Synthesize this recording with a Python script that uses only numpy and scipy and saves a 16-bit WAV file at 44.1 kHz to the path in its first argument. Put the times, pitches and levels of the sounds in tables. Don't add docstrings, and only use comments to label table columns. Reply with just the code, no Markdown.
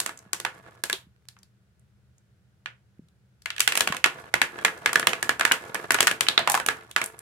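import sys
import numpy as np
from scipy import signal
from scipy.fft import rfft, irfft, next_fast_len
from scipy.io import wavfile
from scipy.ndimage import uniform_filter1d, map_coordinates

SR = 44100
rng = np.random.default_rng(int(sys.argv[2]) if len(sys.argv) > 2 else 0)


def waveform_to_disk(signal):
    frames = np.transpose(np.atleast_2d(signal))
    scaled = np.clip(frames, -1, 1) * 32767
    samples = np.round(scaled).astype(np.int16)
    wavfile.write(sys.argv[1], SR, samples)


N = 317961

# f/Hz, level/dB per Hz
AIR_SPECTRUM = [(25, -39.5), (45, -27), (70, -5.5), (130, -13.5), (170, -12), (240, -23.5), (350, -18.5),
                (700, -26), (1100, -30.5), (1450, -24.5), (2100, -30.5), (4000, -34.5), (10000, -40.5),
                (16000, -46.5)]
# f/Hz, width/Hz, lift/dB
HUM_DRONES = [(79, 29, 6.5), (122, 26, 18.5), (197, 28, 15)]
# t/s, peak level/dB, f/Hz, t60/s
SOFT_BUMPS = [(0.262, -46.5, 185, 0.071), (0.933, -32.5, 381, 0.0705), (1.068, -47, 174.7, 0.05),
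              (2.993, -35.5, 195.6, 0.018), (3.02, -50.5, 160, 0.17), (3.902, -26, 187, 0.023),
              (5.076, -31.5, 185, 0.066)]
# f/Hz, level/dB per Hz
TRAY_SPECTRUM = [(40, -20), (80, -7), (125, 1.5), (200, -2), (300, -3.5), (450, -1), (570, -2), (700, 0),
                 (1000, -2), (1300, -0.5), (1680, -5.5), (2200, -7.5), (4000, -18), (16000, -49)]
# f/Hz, level/dB per Hz
SCRAPE_SPECTRUM = [(500, -34.5), (1500, 0), (2800, -2), (5000, -2), (8000, 0), (12000, -4), (16000, -18.5)]
# start t/s, end t/s, relative level/dB
TRAY_RUNS = [(.02, 0.26, -59.5), (0.535, 0.562, -53.5), (0.646, 0.709, -57), (0.756, .77, -60),
             (3.523, 3.98, -61), (4.126, 4.243, -46.5), (4.5, 5.29, -47), (5.38, 5.574, -52),
             (5.62, 5.674, -43), (5.742, 5.794, -45), (5.84, 5.862, -47), (6.14, 6.478, -49.5),
             (6.73, 6.825, -47), (7.05, 7.214, -54.5)]
# f/Hz, level/dB
CLACK_SPECTRUM = [(40, -46), (110, -28.5), (250, -19), (600, -14), (1000, -8), (1700, -2), (2800, -6),
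                  (4000, -12), (5600, -15.5), (8000, -14.5), (11300, -20), (14000, -27.5), (16500, -36.5)]
# f/Hz, relative level/dB, t60/s
TOWER_MODES = [(350.3, 1.5, .25), (442.5, 3, 0.26), (513, 0, 0.35), (665, 1, 0.19), (932, -2, 0.26),
               (1126, -1.5, 0.1), (1378, -4.5, 0.13), (1460, 0, 0.19), (1685, 4, 0.079), (1734, -3, .13),
               (2087, -5, 0.088), (2170, -7.5, 0.1), (2336, -5, .15), (2648, -4.5, 0.18),
               (3300, -1.5, 0.14), (3730, -3.5, 0.084), (4126, -6, .06)]
# f/Hz, t60/s
TAIL_T60 = [(100, 0.24), (400, 0.26), (1600, 0.22), (4000, 0.19), (9000, 0.19), (16000, 0.24)]
# f/Hz, level/dB
TAIL_SPECTRUM = [(100, 7), (200, 1), (400, -3.5), (900, -5), (1600, -7), (2800, -7.5), (5000, -9),
                 (9000, -10.5), (16000, -10.5)]
# f/Hz, likeness (1 = same, 0 = unrelated)
DIRECT_LIKENESS = [(100, .9), (500, 1), (1200, 0.7), (2000, -0.042), (3500, 0.073), (9000, -0.021)]
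# f/Hz, likeness (1 = same, 0 = unrelated)
DIFFUSE_LIKENESS = [(30, .5), (100, .87), (450, 0.76), (900, 0.31), (1700, 0.073), (4000, 0)]
# f/Hz, left minus right level/dB
STEREO_LEAN = [(100, -2), (300, 2.5), (600, -1), (1300, -3), (2600, -2), (5000, 0.5), (9000, 0),
               (14000, 1.5)]
# t/s, relative level/dB, knock (tray bass)/dB,
# hardness (treble)/dB, ring of the struck spot f/Hz
TRAY_CLACKS = [(.0014, 7, 11.5, 20, 4070), (.0615, 9, 8.5, 8, 7700), (0.0923, 0.5, 12.5, 4, 1300),
               (0.3313, 9, 7, 14, 6080), (0.3998, -3, 16, 17.5, 4460), (0.4495, 15.5, 2.5, -1.5, 950),
               (0.4625, 7, -5, -29, 1470), (0.837, 5, 14.5, 19.5, 4100), (0.898, 8.5, 5.5, 9.5, 1580),
               (1.3658, -17.5, 5, -11.5, 1080), (2.6587, 10, -10.5, -11, 2870),
               (3.458, 10.5, -11, -2, 2260), (3.5032, 13.5, -25, -5.5, 3280), (3.5633, 2.5, -24, -1, 3360),
               (3.581, 7, -20, -2, 2710), (3.595, -3, 14, 20, 3630), (3.6039, 20, -17, 13, 2790),
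               (3.676, 22.5, -4.5, 6, 2850), (3.7215, 15, -3, 2, 2830), (3.7535, 9, 9.5, 14.5, 2300),
               (3.7679, 4, -15, 13, 2420), (3.774, 11.5, 9.5, 18, 2570), (3.8067, 17, 9, 12.5, 3360),
               (3.8739, 14.5, 11, 4.5, 3050), (3.923, 14, 2, -2, 1110), (3.9461, 1.5, 19.5, 4, 1100),
               (3.9665, 5.5, -14, 7.5, 2530), (4.0412, 27.5, -8, -2.5, 2600), (4.0597, 12, 13.5, 5, 1086),
               (4.3397, 19, 9.5, 2, 2050), (4.4159, 22, 5, 1.5, 2230), (4.5875, 1, 11.5, -4, 1620),
               (4.6485, 21.5, 5.5, 4, 1990), (4.6532, 13, 9, -5, 1660), (4.681, 11, -7, -10, 1180),
               (4.8593, 22.5, 2, -1, 2040), (4.8919, 7.5, 10, -4, 1730), (4.9306, 8.5, 10.5, 13.5, 1370),
               (4.9567, 20, 8.5, 3, 1660), (4.9962, 11, 10, 6.5, 10100), (5.0276, 11.5, 5, -15, 1700),
               (5.07, 20.5, 10.5, 9, 3000), (5.1319, 14.5, 1.5, -1.5, 2560), (5.227, 9.5, 11.5, 13, 1650),
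               (5.2921, 18.5, 9, 2.5, 1700), (5.3954, 7, 15.5, 12, 1530), (5.4095, 19.5, 5, -2.5, 1470),
               (5.4507, 21.5, 4, 3, 1690), (5.5125, 22.5, 2.5, -30, 1720), (5.5192, 19, 0.5, 8.5, 2960),
               (5.745, 4.5, 14.5, 15, 850), (5.752, 10, 10.5, -8, 1850), (5.9061, 19.5, 6.5, 5.5, 1740),
               (5.9189, 0.5, 11, 25.5, 1350), (5.9438, 17, 5, 7.5, 1400), (5.9494, 17, 3.5, -19, 450),
               (5.9864, 16.5, -5, -8, 694), (6.0053, 18.5, 11, 14, 2880), (6.0278, 14, 7.5, 11, 425),
               (6.0703, 21.5, 0, 8, 1460), (6.077, 22, -14, -1.5, 1470), (6.1122, 10.5, 15.5, 7.5, 2820),
               (6.208, 15.5, 6.5, 11.5, 3270), (6.2667, 12.5, -17, -12, 3060),
               (6.5991, 8.5, 11.5, 1.5, 1530), (6.6623, 1, 22.5, 25, 2830), (6.6858, 19, 7.5, 2, 1575),
               (6.9622, 21.5, -1, -1.5, 1460), (7.0152, 9.5, 13.5, 5, 2290), (7.04, -6, 18, 23.5, 8140)]
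# t/s, relative
# level/dB, hardness (treble)/dB, ring f/Hz
RINGING_HITS = [(.9279, 4.5, 15, 3650), (6.285, 16.5, 4.5, 3790), (6.377, 22.5, -8, 3900),
                (6.3913, 10, 2, 656), (6.4743, 19, -0.5, 867), (6.498, 9, 21.5, 820),
                (6.5179, 0.5, 29, 700), (6.5421, 16.5, 2, 815), (6.5499, 10.5, 13, 1040),
                (6.575, 6, 6, 1020)]
# t/s, relative level/dB, ring f/Hz
GLASS_TICKS = [(0.174, -24, 6850), (0.1896, -24.5, 6050), (1.2855, -17, 4400), (1.388, -36, 5700),
               (1.4308, -28.5, 4690), (1.7947, -47, 8830), (2.181, -42, 6650), (3.085, -41, 3900),
               (3.42, -28.5, 4600), (6.912, -14, 3330), (7.0597, -11, 10500), (7.19, -20, 9900)]

CLACK_RING_DB = 5.5
DROP_KNOCK_DB, DROP_RING_DB, DROP_TAIL_DB = 5, 16.5, 1.5
TICK_KNOCK_DB, TICK_HARD_DB, TICK_RING_DB = 0, 20, 14
REBOUND_S, REBOUND_SPREAD, REBOUND_LOSS_DB = 0.013, 0.35, 17.5
PAN_SPREAD_DB = 3
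RUN_ATTACK_S, RUN_RELEASE_S = 0.023, 0.055
TOP_HZ = 16000


def amp(db):
    return 10 ** (np.asarray(db) / 20)


def unit(x):
    return x / np.sqrt(np.mean(x ** 2) + 1e-20)


def along(points, hz):
    f, value = np.transpose(points)
    return np.interp(np.log(hz + 1), np.log(f + 1), value)


def wobble(rate):
    knots = rng.standard_normal(int(N * rate / SR) + 4)
    return map_coordinates(knots, [np.arange(N) * rate / SR])


def filtered(x, response):
    m = next_fast_len(N + SR // 2)
    hz = np.fft.rfftfreq(m, 1 / SR)
    return irfft(rfft(x, m) * response(hz), m)[..., :N]


def causal(db):
    cepstrum = irfft(np.log(amp(db)))
    half = len(cepstrum) // 2
    cepstrum[1:half] *= 2
    cepstrum[half + 1:] = 0
    return np.exp(rfft(cepstrum))


def stereo(pair, alike, hz):
    turn = np.arccos(np.clip(along(alike, hz), -0.99, 0.99)) / 2
    mid = pair[0] * np.cos(turn)
    side = pair[1] * np.sin(turn)
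    return np.array([mid + side, mid - side])


def coloured(pair, colour):
    m = next_fast_len(N + SR // 2)
    hz = np.fft.rfftfreq(m, 1 / SR)
    spectra = stereo(rfft(pair, m), DIFFUSE_LIKENESS, hz) * amp(colour(hz))
    return unit(irfft(spectra, m)[:, :N])


def add(track, s, sound):
    part = track[..., max(round(s * SR), 0):][..., :sound.shape[-1]]
    part += sound[..., :part.shape[-1]]


def room_tone(level_db):
    def colour(hz):
        drones = sum(db / (1 + (2 * (hz - centre) / width) ** 2) for centre, width, db in HUM_DRONES)
        return along(AIR_SPECTRUM, hz) + drones

    return amp(level_db) * coloured(rng.standard_normal((2, N)), colour)


def bumps(rise_cycles):
    out = np.zeros(N)
    t = np.arange(SR // 4) / SR
    for s, db, hz, t60 in SOFT_BUMPS:
        rise = 1 - np.exp(-(t * hz / rise_cycles) ** 2)
        push = np.sin(2 * np.pi * hz * t) * amp(-60 * t / t60) * rise
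        add(out, s, amp(db) * push / np.abs(push).max())
    return out


def run_strength():
    t = np.arange(N) / SR
    strength = np.zeros(N)
    for start, end, db in TRAY_RUNS:
        attack = np.clip(1 + (t - start) / RUN_ATTACK_S, 0, 1)
        release = np.exp(-np.maximum(t - end, 0) / RUN_RELEASE_S)
        strength += amp(db) * attack * release
    return strength


def tower_db(hz, peak_db):
    return sum(peak_db * amp(db) / (1 + ((hz - centre) * t60 / 4) ** 2)
               for centre, db, t60 in TOWER_MODES)


def rolling(rumble_db, scrape_db, grit_db, lurch_db, crackle_db):
    grit = rng.standard_normal((2, N)) * amp(grit_db * wobble(300))
    crackle = rng.standard_normal((2, N)) * amp(crackle_db * wobble(310))
    rumble = coloured(grit, lambda hz: along(TRAY_SPECTRUM, hz) + tower_db(hz, peak_db=7.0))
    scrape = coloured(crackle, lambda hz: along(SCRAPE_SPECTRUM, hz))
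    surface = amp(rumble_db) * rumble + amp(scrape_db) * scrape
    return run_strength() * amp(lurch_db * wobble(40)) * surface


def contacts():
    flights = REBOUND_S * np.exp(REBOUND_SPREAD * rng.standard_normal(len(TRAY_CLACKS)))
    blows = [(*clack, CLACK_RING_DB, 0) for clack in TRAY_CLACKS]
    hops = [(s + flight, db - REBOUND_LOSS_DB, *colour)
            for flight, (s, db, *colour) in zip(flights, blows)]
    drops = [(s, db, DROP_KNOCK_DB, hard_db, hz, DROP_RING_DB, DROP_TAIL_DB)
             for s, db, hard_db, hz in RINGING_HITS]
    ticks = [(s, db, TICK_KNOCK_DB, TICK_HARD_DB, hz, TICK_RING_DB, 0) for s, db, hz in GLASS_TICKS]
    return blows + drops + ticks + hops


def flex(t, hz, rise, t60, even_hz):
    burst = rng.standard_normal((2, len(t))) * (1 - np.exp(-t / rise)) * amp(-60 * t / t60)
    waves = rfft(burst)
    power = uniform_filter1d(np.abs(waves) ** 2, max(int(even_hz / hz[1]), 1), axis=1)
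    return waves * [causal(-10 * np.log10(np.abs(p) + 1e-9)) for p in power]


def afterring(hz, build, size):
    f, t, cells = signal.stft(rng.standard_normal((2, size)), SR, nperseg=256)
    decay = amp(-60 * t / along(TAIL_T60, f)[:, None])
    fade = decay * (1 - np.exp(-(t / build) ** 4))
    fade /= np.sqrt(np.mean(fade ** 2, axis=1, keepdims=True) * size)
    return rfft(signal.istft(cells * fade, SR, nperseg=256)[1][:, :size])


def chime(modes, t, scatter_db):
    hz, db, t60 = np.transpose(modes)
    fade = np.exp(-np.log(1000) * t / t60[:, None])
    energy = (fade ** 2).sum(axis=1) / 2
    size = amp(db + scatter_db * rng.standard_normal(len(hz))) / np.sqrt(energy)
    phase = rng.uniform(0, 2 * np.pi, len(hz)) + rng.standard_normal((2, len(hz))) * hz / 2400
    turn = 2 * np.pi * hz[:, None] * t
    sines = (size * np.cos(phase)) @ (fade * np.sin(turn))
    cosines = (size * np.sin(phase)) @ (fade * np.cos(turn))
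    return rfft(sines + cosines)


def clacks(knock_hz, hard_hz, dull_hz, ring_octaves, direct_db, tail_db, modes_db,
           spot_db, spot_t60, spot_fade, size):
    out = np.zeros((2, N))
    t, hz = np.arange(size) / SR, np.fft.rfftfreq(size, 1 / SR)
    bass = 1 / (1 + (hz / knock_hz) ** 2)
    treble = 1 - 1 / (1 + (hz / hard_hz) ** 3)
    top = 1 - 1 / (1 + (hz / dull_hz) ** 4)
    diffuse = amp(tail_db + along(TAIL_SPECTRUM, hz))
    for s, db, knock_db, hard_db, ring_hz, ring_db, room_db in contacts():
        pan_db = PAN_SPREAD_DB * rng.standard_normal()
        spot = 1 / (1 + (np.log2((hz + 1) / ring_hz) / ring_octaves) ** 2)
        hardness = hard_db * treble + min(hard_db, 0) * top
        colour = causal(db + along(CLACK_SPECTRUM, hz) + knock_db * bass + hardness + ring_db * spot)

        slow = flex(t, hz, rise=0.0008, t60=0.015, even_hz=900)
        fast = flex(t, hz, rise=0.0015, t60=0.011, even_hz=1800)
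        waves = np.sqrt(1 - treble) * slow + np.sqrt(treble) * fast
        direct = stereo(waves, DIRECT_LIKENESS, hz)

        answer = stereo(afterring(hz, build=0.0081, size=size), DIFFUSE_LIKENESS, hz)
        tail = amp(room_db - spot_fade * ring_db * spot) * diffuse * answer

        modes = TOWER_MODES + [(ring_hz, spot_db, spot_t60)]
        ring = amp(modes_db) * chime(modes, t, scatter_db=4.5)
        sides = amp(direct_db + np.array([[pan_db], [-pan_db]]) / 2)
        add(out, s, irfft(colour * (sides * direct + tail + ring)))
    return out


def scene():
    marbles = clacks(knock_hz=900, hard_hz=4730, dull_hz=9300, ring_octaves=0.36,
                     direct_db=-0.5, tail_db=-0.5, modes_db=-30,
                     spot_db=3.5, spot_t60=0.042, spot_fade=0.2, size=14400)
    marbles += rolling(rumble_db=2.5, scrape_db=-11, grit_db=4, lurch_db=2.5, crackle_db=4.5)
    halves = np.array([[0.5], [-0.5]])
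    heard = filtered(marbles, lambda hz: amp(along(STEREO_LEAN, hz) * halves))
    return heard + bumps(rise_cycles=0.33) + room_tone(level_db=-61.5)


def record(dry):
    rounded = dry / (1 + np.abs(dry) ** 6) ** (1 / 6)
    return filtered(rounded, lambda hz: 1 / np.sqrt(1 + (hz / TOP_HZ) ** 200))


dry = scene()
out = record(dry)
waveform_to_disk(out)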